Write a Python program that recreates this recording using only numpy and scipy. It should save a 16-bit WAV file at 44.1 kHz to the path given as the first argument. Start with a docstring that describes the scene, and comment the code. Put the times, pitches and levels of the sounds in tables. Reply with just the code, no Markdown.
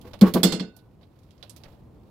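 """In a garage, under a car: a heavy gearbox sinks on a trolley jack.
Behind it lie a low rumble and faint grainy sliding, both shaped noise.
Creaks, heard before and between the first three jolts, are uneven slips shaking a set of modes, with scraping noise.
Small parts click, noise ticks with dull knocks, mostly as the load settles after the jolts.
Five jolts each give a noise crack, a sine thump and an underbody boom; the last three ring out like steel."""
import sys
import numpy as np
from scipy import signal
from scipy.fft import irfft
from scipy.io import wavfile
from scipy.ndimage import uniform_filter1d

SR = 44100
rng = np.random.default_rng(int(sys.argv[2]) if len(sys.argv) > 2 else 0)


def inscribe(sig):
    """Save sig as 16-bit PCM at rate SR to the path in sys.argv[1].

    A 1-D sig is mono; a 2-D sig holds one channel per row.
    Samples are clipped to [-1, 1] before scaling.
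    """
    pcm = np.round(np.clip(np.atleast_2d(sig).T, -1, 1) * 32767)
    wavfile.write(sys.argv[1], SR, pcm.astype(np.int16))


N = 92610  # length of the scene in samples
T = np.arange(int(.8 * SR)) / SR  # time axis of one event, s
EDGE_HZ = 15900  # upper band limit
SMALL_LEFT_DB = -24  # treble shading on the left for clicks and sliding, scaled by SHADOW

# Spectrum of surfaces scraping: (frequency [Hz], relative level per Hz [dB])
SCRAPE_SPECTRUM = [(300, -5.5), (1000, 6.5), (1700, -1), (4200, -2), (6500, -12), (9000, -15.5),
                   (12500, -8.5), (16000, -12.5)]
# Treble shading of the left ear: (frequency [Hz], share of its treble loss [ratio])
SHADOW_SHARE = [(250, 0), (600, .1), (1300, .42), (3000, .7), (6000, 1.15), (9000, 1.35), (12000, .85),
                (14500, .6)]


def amp(db):
    """Decibels to gain."""
    return 10 ** (np.asarray(db) / 20)


def evened(x):
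    """Scales the louder channel to rms 1."""
    return x / np.sqrt(np.max(np.mean(x ** 2, -1)) + 1e-20)


def read(points, hz):
    """Reads a table on a log-frequency axis."""
    f, value = np.transpose(points)
    return np.interp(np.log(hz + 1), np.log(f + 1), value)


def add(mix, s, sound):
    """Mixes a stereo sound in at time s."""
    part = mix[:, max(round(s * SR), 0):][:, :sound.shape[1]]
    part += sound[:, :part.shape[1]]


def decay(t, t60):
    """Exponential decay by 60 dB in t60 seconds."""
    return np.exp(-np.log(1000) * t / t60)


def envelope(rise, hold, t60):
    """Linear attack, hold and exponential release, in seconds."""
    return np.minimum(T / rise, 1) * decay(np.maximum(T - rise - hold, 0), t60)


def noise(spectrum, left_db, tilt_db=0, colour=lambda hz: 0, size=len(T)):
    """Stereo noise of a given spectrum, tilt per octave and colour in dB, its treble shaded on the left."""
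    # Likeness of the two ears: (frequency [Hz], left-right likeness [0-1])
    likeness = [(30, 0.64), (90, 1), (180, 0.82), (350, 0.73), (700, 0.61), (1500, .4), (3000, 0.68),
                (16000, 0.15)]
    hz = np.fft.rfftfreq(size, 1 / SR) + 1
    right, other = rng.standard_normal((2, len(hz))) + 1j * rng.standard_normal((2, len(hz)))
    same = np.clip(read(likeness, hz), 0, 1)
    left = same * right + np.sqrt(1 - same ** 2) * other
    left = left * amp(left_db * read(SHADOW_SHARE, hz))
    db = read(spectrum, hz) + tilt_db * np.log2(hz) + colour(hz)
    return evened(irfft(np.array([left, right]) * amp(db) * (hz < EDGE_HZ), size))


def garage(x):
    """Turns steady noise into a room tail whose decay time varies with frequency."""
    # Reverberation of the garage: (frequency [Hz], t60 [s])
    room = [(100, .4), (1000, 0.29), (2800, 0.29), (4500, 0.19), (6500, 0.13), (12000, .26), (16000, .2)]
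    hz, t, bands = signal.stft(x, SR, nperseg=256)
    bands = bands * decay(t, read(room, hz)[:, None])
    return signal.istft(bands, SR)[1][:, :len(T)] * np.minimum(T / .008, 1)


def ring(modes, left_db, tilt_db=0, rough=0):
    """Decaying modes; reflections make them flutter if rough, and reach the two ears out of step."""
    flutter_hz = 70
    out, knots = np.zeros((2, len(T))), np.arange(128) / flutter_hz
    for hz, db, t60 in modes:
        shade = read(SHADOW_SHARE, hz)
        turn, skew = rng.uniform(-np.pi, np.pi, 2)
        sway = rng.standard_normal((2, len(knots))) + 1j * rng.standard_normal((2, len(knots)))
        t = T[T < 1.5 * t60]
        swaying = np.array([np.interp(t, knots, s) for s in sway])
        flutter = (1 + rough * swaying) / np.hypot(1, rough)
        ears = np.array([[amp(left_db * shade) * np.exp(1j * skew * shade)], [1]])
        wave = np.exp(1j * (2 * np.pi * hz * t + turn)) * decay(t, t60)
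        gain = amp(db + tilt_db * np.log2(hz / modes[0][0]))
        out[:, :len(t)] += (ears * flutter * wave).real * gain
    return out


def rumble():
    """Low rumble of the garage: shaped noise whose level drifts."""
    # Spectrum of the rumble: (frequency [Hz], relative level per Hz [dB])
    floor = [(15, -29.5), (28, -18.5), (45, -5), (100, -2), (160, -6.5), (250, -10), (400, -14), (650, -21),
             (1040, -26.5), (1560, -39), (4500, -49), (16000, -54)]
    # Drift of the rumble: (time [s], level [dB])
    floor_db = [(0, -46.5), (.18, -47.5), (.75, -53), (1.35, -54.5), (1.65, -51), (1.85, -50), (2.1, -50.5)]
    t = np.arange(N) / SR
    return noise(floor, -1.5, size=N) * amp(np.interp(t, *np.transpose(floor_db)))


def sliding():
    """Faint grainy sliding under the load: scraping noise with a randomly wavering level."""
    # Course of the sliding, before its grain: (time [s], level [dB])
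    rub_db = [(0, -73), (.07, -52.5), (.2, -72.5), (.7, -77.5), (.95, -73.5), (1.3, -67), (1.68, -62),
              (1.9, -75), (2.1, -69.5)]
    t = np.arange(N) / SR
    grain = evened(uniform_filter1d(rng.standard_normal(N), size=400))  # smoothed over 9 ms
    db = np.interp(t, *np.transpose(rub_db)) + 2.2 * grain
    return noise(SCRAPE_SPECTRUM, SMALL_LEFT_DB, size=N) * amp(db)


def click(db, bright_hz, boost_db, tilt_db, top_hz, knock_db):
    """A small part slips: a bright tick, a dull knock and the room's answer."""
    # Spectrum of a tick, before tilt and colour: (frequency [Hz], relative level per Hz [dB])
    tick_spectrum = [(300, -19.5), (1700, -5), (3000, 0.5), (5000, 2.5), (6500, -6.5), (8200, -10.5),
                     (11000, -9.5), (13000, -10.5), (16000, -15)]
    # Spectrum of the dull knock: (frequency [Hz], relative level per Hz [dB])
    knock_spectrum = [(100, -35), (400, -12), (580, 7), (900, -2), (1600, -11), (5000, -28)]
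    boost_octaves, room_db = 0.29, -12.5
    snap_gain, snap_s = 0.37, 0.00084  # the direct sound stands out from its first reflections

    def colour(hz):
        """One broad resonance and a steep top edge, in dB."""
        resonance = boost_db * np.exp(-.5 * (np.log2(hz / bright_hz) / boost_octaves) ** 2)
        return resonance - 10 * np.log10(1 + (hz / top_hz) ** 10)

    tick = noise(tick_spectrum, SMALL_LEFT_DB, tilt_db, colour)
    tick *= envelope(rise=0.00033, hold=0.00069, t60=0.071)
    tick *= 1.07 + snap_gain * np.exp(-(T / snap_s) ** 2)
    tail = amp(room_db) * garage(noise(tick_spectrum, SMALL_LEFT_DB, tilt_db, colour))
    knock = noise(knock_spectrum, SMALL_LEFT_DB) * envelope(rise=0.0078, hold=0, t60=0.097)
    return amp(db) * (tick + tail) + amp(knock_db) * knock


def creak(length, groan_db, rate, tilt_db, scrape_db):
    """Stick-slip: uneven slips shake the support's modes while the surfaces scrape."""
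    # Modes of the creaking support, before tilt: (frequency [Hz], relative level [dB], t60 [s])
    support = [(342.1, -6, 0.11), (392, -2.5, .12), (500.3, -3, 0.13), (654, -4.5, .11), (850, -10, .08),
               (988, 3, 0.027), (1109, -8, 0.099), (1120, 1, 0.034), (1548, -15.5, 0.11)]
    left_db, slip_jitter, slip_spread_db = -13, .3, 4
    gaps, sizes = rng.standard_normal((2, 40))
    at = np.cumsum(np.exp(slip_jitter * gaps)) / rate
    at = at - at[0]
    during = at < length
    slips = np.zeros(len(T))
    slips[(at[during] * SR).astype(int)] = amp(slip_spread_db * sizes[during])
    modes = ring(support, left_db, tilt_db)
    groan = signal.fftconvolve(slips[None], modes, axes=1)[:, :len(T)]
    dull = signal.butter(2, 2200, fs=SR, output="sos")
    groan = evened(signal.sosfilt(dull, groan)) * np.sqrt(length / T[-1])
    scrape = noise(SCRAPE_SPECTRUM, left_db) * envelope(length / 2, length * 0.4, t60=0.14)
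    return amp(groan_db) * groan + amp(scrape_db) * scrape


def contact_crack(left_db, tilt_db):
    """Metal cracks against metal: a short noise burst with a snap at its start and a room tail."""
    # Spectrum of the crack, before tilt: (frequency [Hz], relative level per Hz [dB])
    crack_spectrum = [(200, -6), (700, -6), (1150, -0.5), (1750, -5), (2200, -1.5), (2500, -4.5),
                      (3000, -1.5), (3450, 6), (3900, -2), (4300, 7.5), (5200, -4), (5800, -6.5),
                      (7600, -8.5), (8300, -10), (10500, -8), (11500, -10.5), (13000, -6), (16000, -8)]
    snap_gain, snap_s, room_db = 0.23, 0.0019, -15.5
    crack = noise(crack_spectrum, left_db, tilt_db)
    crack *= envelope(rise=0.0011, hold=0.0048, t60=0.066)
    crack *= 1 + snap_gain * np.exp(-(T / snap_s) ** 2)
    return crack + amp(room_db) * garage(noise(crack_spectrum, left_db, tilt_db))


def casing_thump(start_hz):
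    """The mass lands just after the contact: a brief sine that swells, fades and sags slightly."""
    delay_s, rise_s, fade_s, sag_per_s, fade_shape = .0052, .0095, .0195, .5, 2.1
    t = np.maximum(T - delay_s, 0)
    swell = np.sin(np.pi / 2 * np.minimum(t / rise_s, 1)) ** 2
    fade = np.exp(-(np.maximum(t - rise_s, 0) / fade_s) ** fade_shape)
    hz = start_hz * np.exp(-sag_per_s * t)
    return swell * fade * np.sin(2 * np.pi * np.cumsum(hz) / SR)


def underbody_boom(left_db):
    """Casing and underbody boom on: low noise and decaying modes, faded together."""
    # Spectrum of the boom: (frequency [Hz], relative level per Hz [dB])
    boom_spectrum = [(25, -29.5), (60, -7), (115, -18), (180, 6.5), (300, -1.5), (500, -5), (800, -16),
                     (1100, -21), (1500, -20.5), (3000, -30), (8000, -64)]
    # Casing and underbody modes: (frequency [Hz], relative level [dB], t60 before the fade [s])
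    case_modes = [(180.2, 7, .33), (217.7, -2, .3), (260.8, -7, 0.45), (277.6, -2.5, 0.32),
                  (334.4, 0.5, 0.31), (385.7, -2.5, 0.18), (431.9, -9, 0.82), (480.4, -6, 0.24),
                  (508, -8.5, 0.22), (663.6, -9, 0.2), (970, -12, 0.1), (1065, -11, 0.051),
                  (1170, -28, 0.22)]
    rise_s, case_db, length_s = .014, -1, 0.12
    boom = amp(1.5) * noise(boom_spectrum, left_db) * envelope(rise_s, hold=0, t60=0.34)
    boom += amp(case_db) * ring(case_modes, left_db) * np.minimum(T / rise_s, 1)
    return boom * np.exp(-(T / length_s) ** 4)


def overtones(count=70):
    """A crowd of weak, short steel modes spread over the treble."""
    first_db, tilt_db, spread_db = -13, -.5, 4  # tilt per octave
    hz = np.linspace(2900, 15500, count) * rng.uniform(.98, 1.02, count)
    db = first_db + tilt_db * np.log2(hz / hz[0]) + spread_db * rng.uniform(-2, 1, count)
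    t60 = .17 * np.sqrt(6000 / hz)  # higher modes die sooner
    return list(zip(hz, db, t60))


def steel_ring(steel_modes, left_db):
    """Struck steel rings on in fluttering modes."""
    return ring(steel_modes, left_db, rough=.75) * np.minimum(T / 0.0018, 1)


def jolt(steel_modes, crack_db, tilt_db, top_hz, thump_db, thump_hz, boom_db, steel_db, left_db):
    """Metal cracks against metal, the mass lands just after, and casing and steel ring on."""
    crack = contact_crack(left_db, tilt_db)
    thump = casing_thump(thump_hz)
    boom = underbody_boom(left_db)
    steel = steel_ring(steel_modes, left_db)
    contact = signal.butter(2, min(top_hz, EDGE_HZ), fs=SR, output="sos")  # softer contacts are duller
    clank = signal.sosfilt(contact, amp(crack_db) * crack + amp(steel_db) * steel)
    return clank + amp(thump_db) * thump + amp(boom_db) * boom


def scene():
    """Clicks, creaks and jolts over the background."""
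    # Small parts slipping: (time [s], level [dB], brightest frequency [Hz], its boost [dB],
    # tilt [dB per octave], top frequency [Hz], low knock level [dB])
    clicks = [(0.0136, -50, 3000, 13, 8, 14900, -81), (0.1340, -39, 3300, 6, -4, 15000, -39.5),
              (0.19, -52, 12200, 8, -2.5, 15000, -74), (0.7645, -48.5, 10500, 2.5, 9, 13800, -60),
              (0.7894, -56.5, 4080, 8, -3, 12890, -72), (1.0114, -60.5, 3770, 6, -4.5, 6070, -57),
              (1.0306, -52.5, 4104, 10, -5.5, 5920, -74), (1.1892, -62, 4470, 1, 5.5, 14050, -80),
              (1.2326, -63, 2860, -6, 2.5, 13830, -90), (1.3076, -55.5, 3030, 5.5, 2.5, 11000, -90),
              (1.3790, -62.5, 3300, -1, 0, 8000, -80), (1.4271, -38.5, 3550, 10, -2.5, 13850, -45.5),
              (1.4956, -38.5, 8900, 3.5, 8.5, 10200, -70), (1.5630, -43.5, 5100, -0.5, 4.5, 15000, -56.5),
              (1.636, -44.5, 3850, 2, -2, 14000, -50.5), (1.6560, -51.5, 1903, 8, -4.5, 3190, -54.5),
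              (1.676, -52.5, 1890, 1, -5.5, 3000, -53.5), (1.726, -63, 3690, 12, -4, 8000, -53.5)]
    # Stick-slip creaks: (time [s], length [s], groan level before length scaling [dB],
    # nominal slip rate [per s], groan tilt [dB per octave], scrape level [dB])
    creaks = [(0.045, 0.029, -44.5, 397, -12, -80), (0.216, 0.029, -30.5, 247, 3.5, -44),
              (0.252, 0.033, -31.5, 200, 9.5, -34.5), (0.358, 0.021, -20.5, 330, -2.5, -34)]
    # Drops of the gearbox: (time [s], crack level [dB], crack tilt [dB per octave],
    # top frequency of the contact [Hz], thump level [dB], thump starting frequency [Hz],
    # boom level [dB], steel ring level [dB], left ear's treble before SHADOW_SHARE [dB])
    jolts = [(0.2112, -23.5, 1, 14700, -.5, 202.4, -18, -42, -12),
             (0.3375, -21, 4.5, 15000, -23.5, 250, -22.5, -44.5, -21),
             (0.4312, -14, -0.5, 15100, -11.5, 194.5, -21, -15, -13.5),
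             (0.5212, -24, -1, 9000, -20.5, 191.2, -29, -27, -17),
             (0.5960, -27.5, 0.5, 4560, -26.5, 190.6, -35, -34, -15)]
    # Main steel modes: (frequency [Hz], relative level [dB], t60 [s])
    main_steel = [(1484, -24, .64), (2061, -19, .35), (2130, -10, .13), (2675, -18, .42), (2822, -19, .38),
                  (3400, -3, .085), (3497, -3, .12), (3667, -14, .35), (4200, -7, .31), (4423, -5.5, .31),
                  (4983, -2, .23), (5210, -7, .17), (5374, -7, .16), (6066, -17, .25), (6535, -18, .17),
                  (6968, -14, .27), (7041, -16, .25), (7830, -6, .165)]
    mix = rumble() + sliding()
    steel_modes = main_steel + overtones()
    for s, *row in clicks:
        add(mix, s, click(*row))
    for s, *row in creaks:
        add(mix, s, creak(*row))
    for s, *row in jolts:
        add(mix, s, jolt(steel_modes, *row))
    return mix


def record(dry):
    """Full-scale clipping, then the band limit."""
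    band = signal.firwin(511, EDGE_HZ, window=("kaiser", 9), fs=SR)
    return signal.oaconvolve(np.clip(dry, -1, 1), band[None], "same")


dry = scene()
out = record(dry)
inscribe(out)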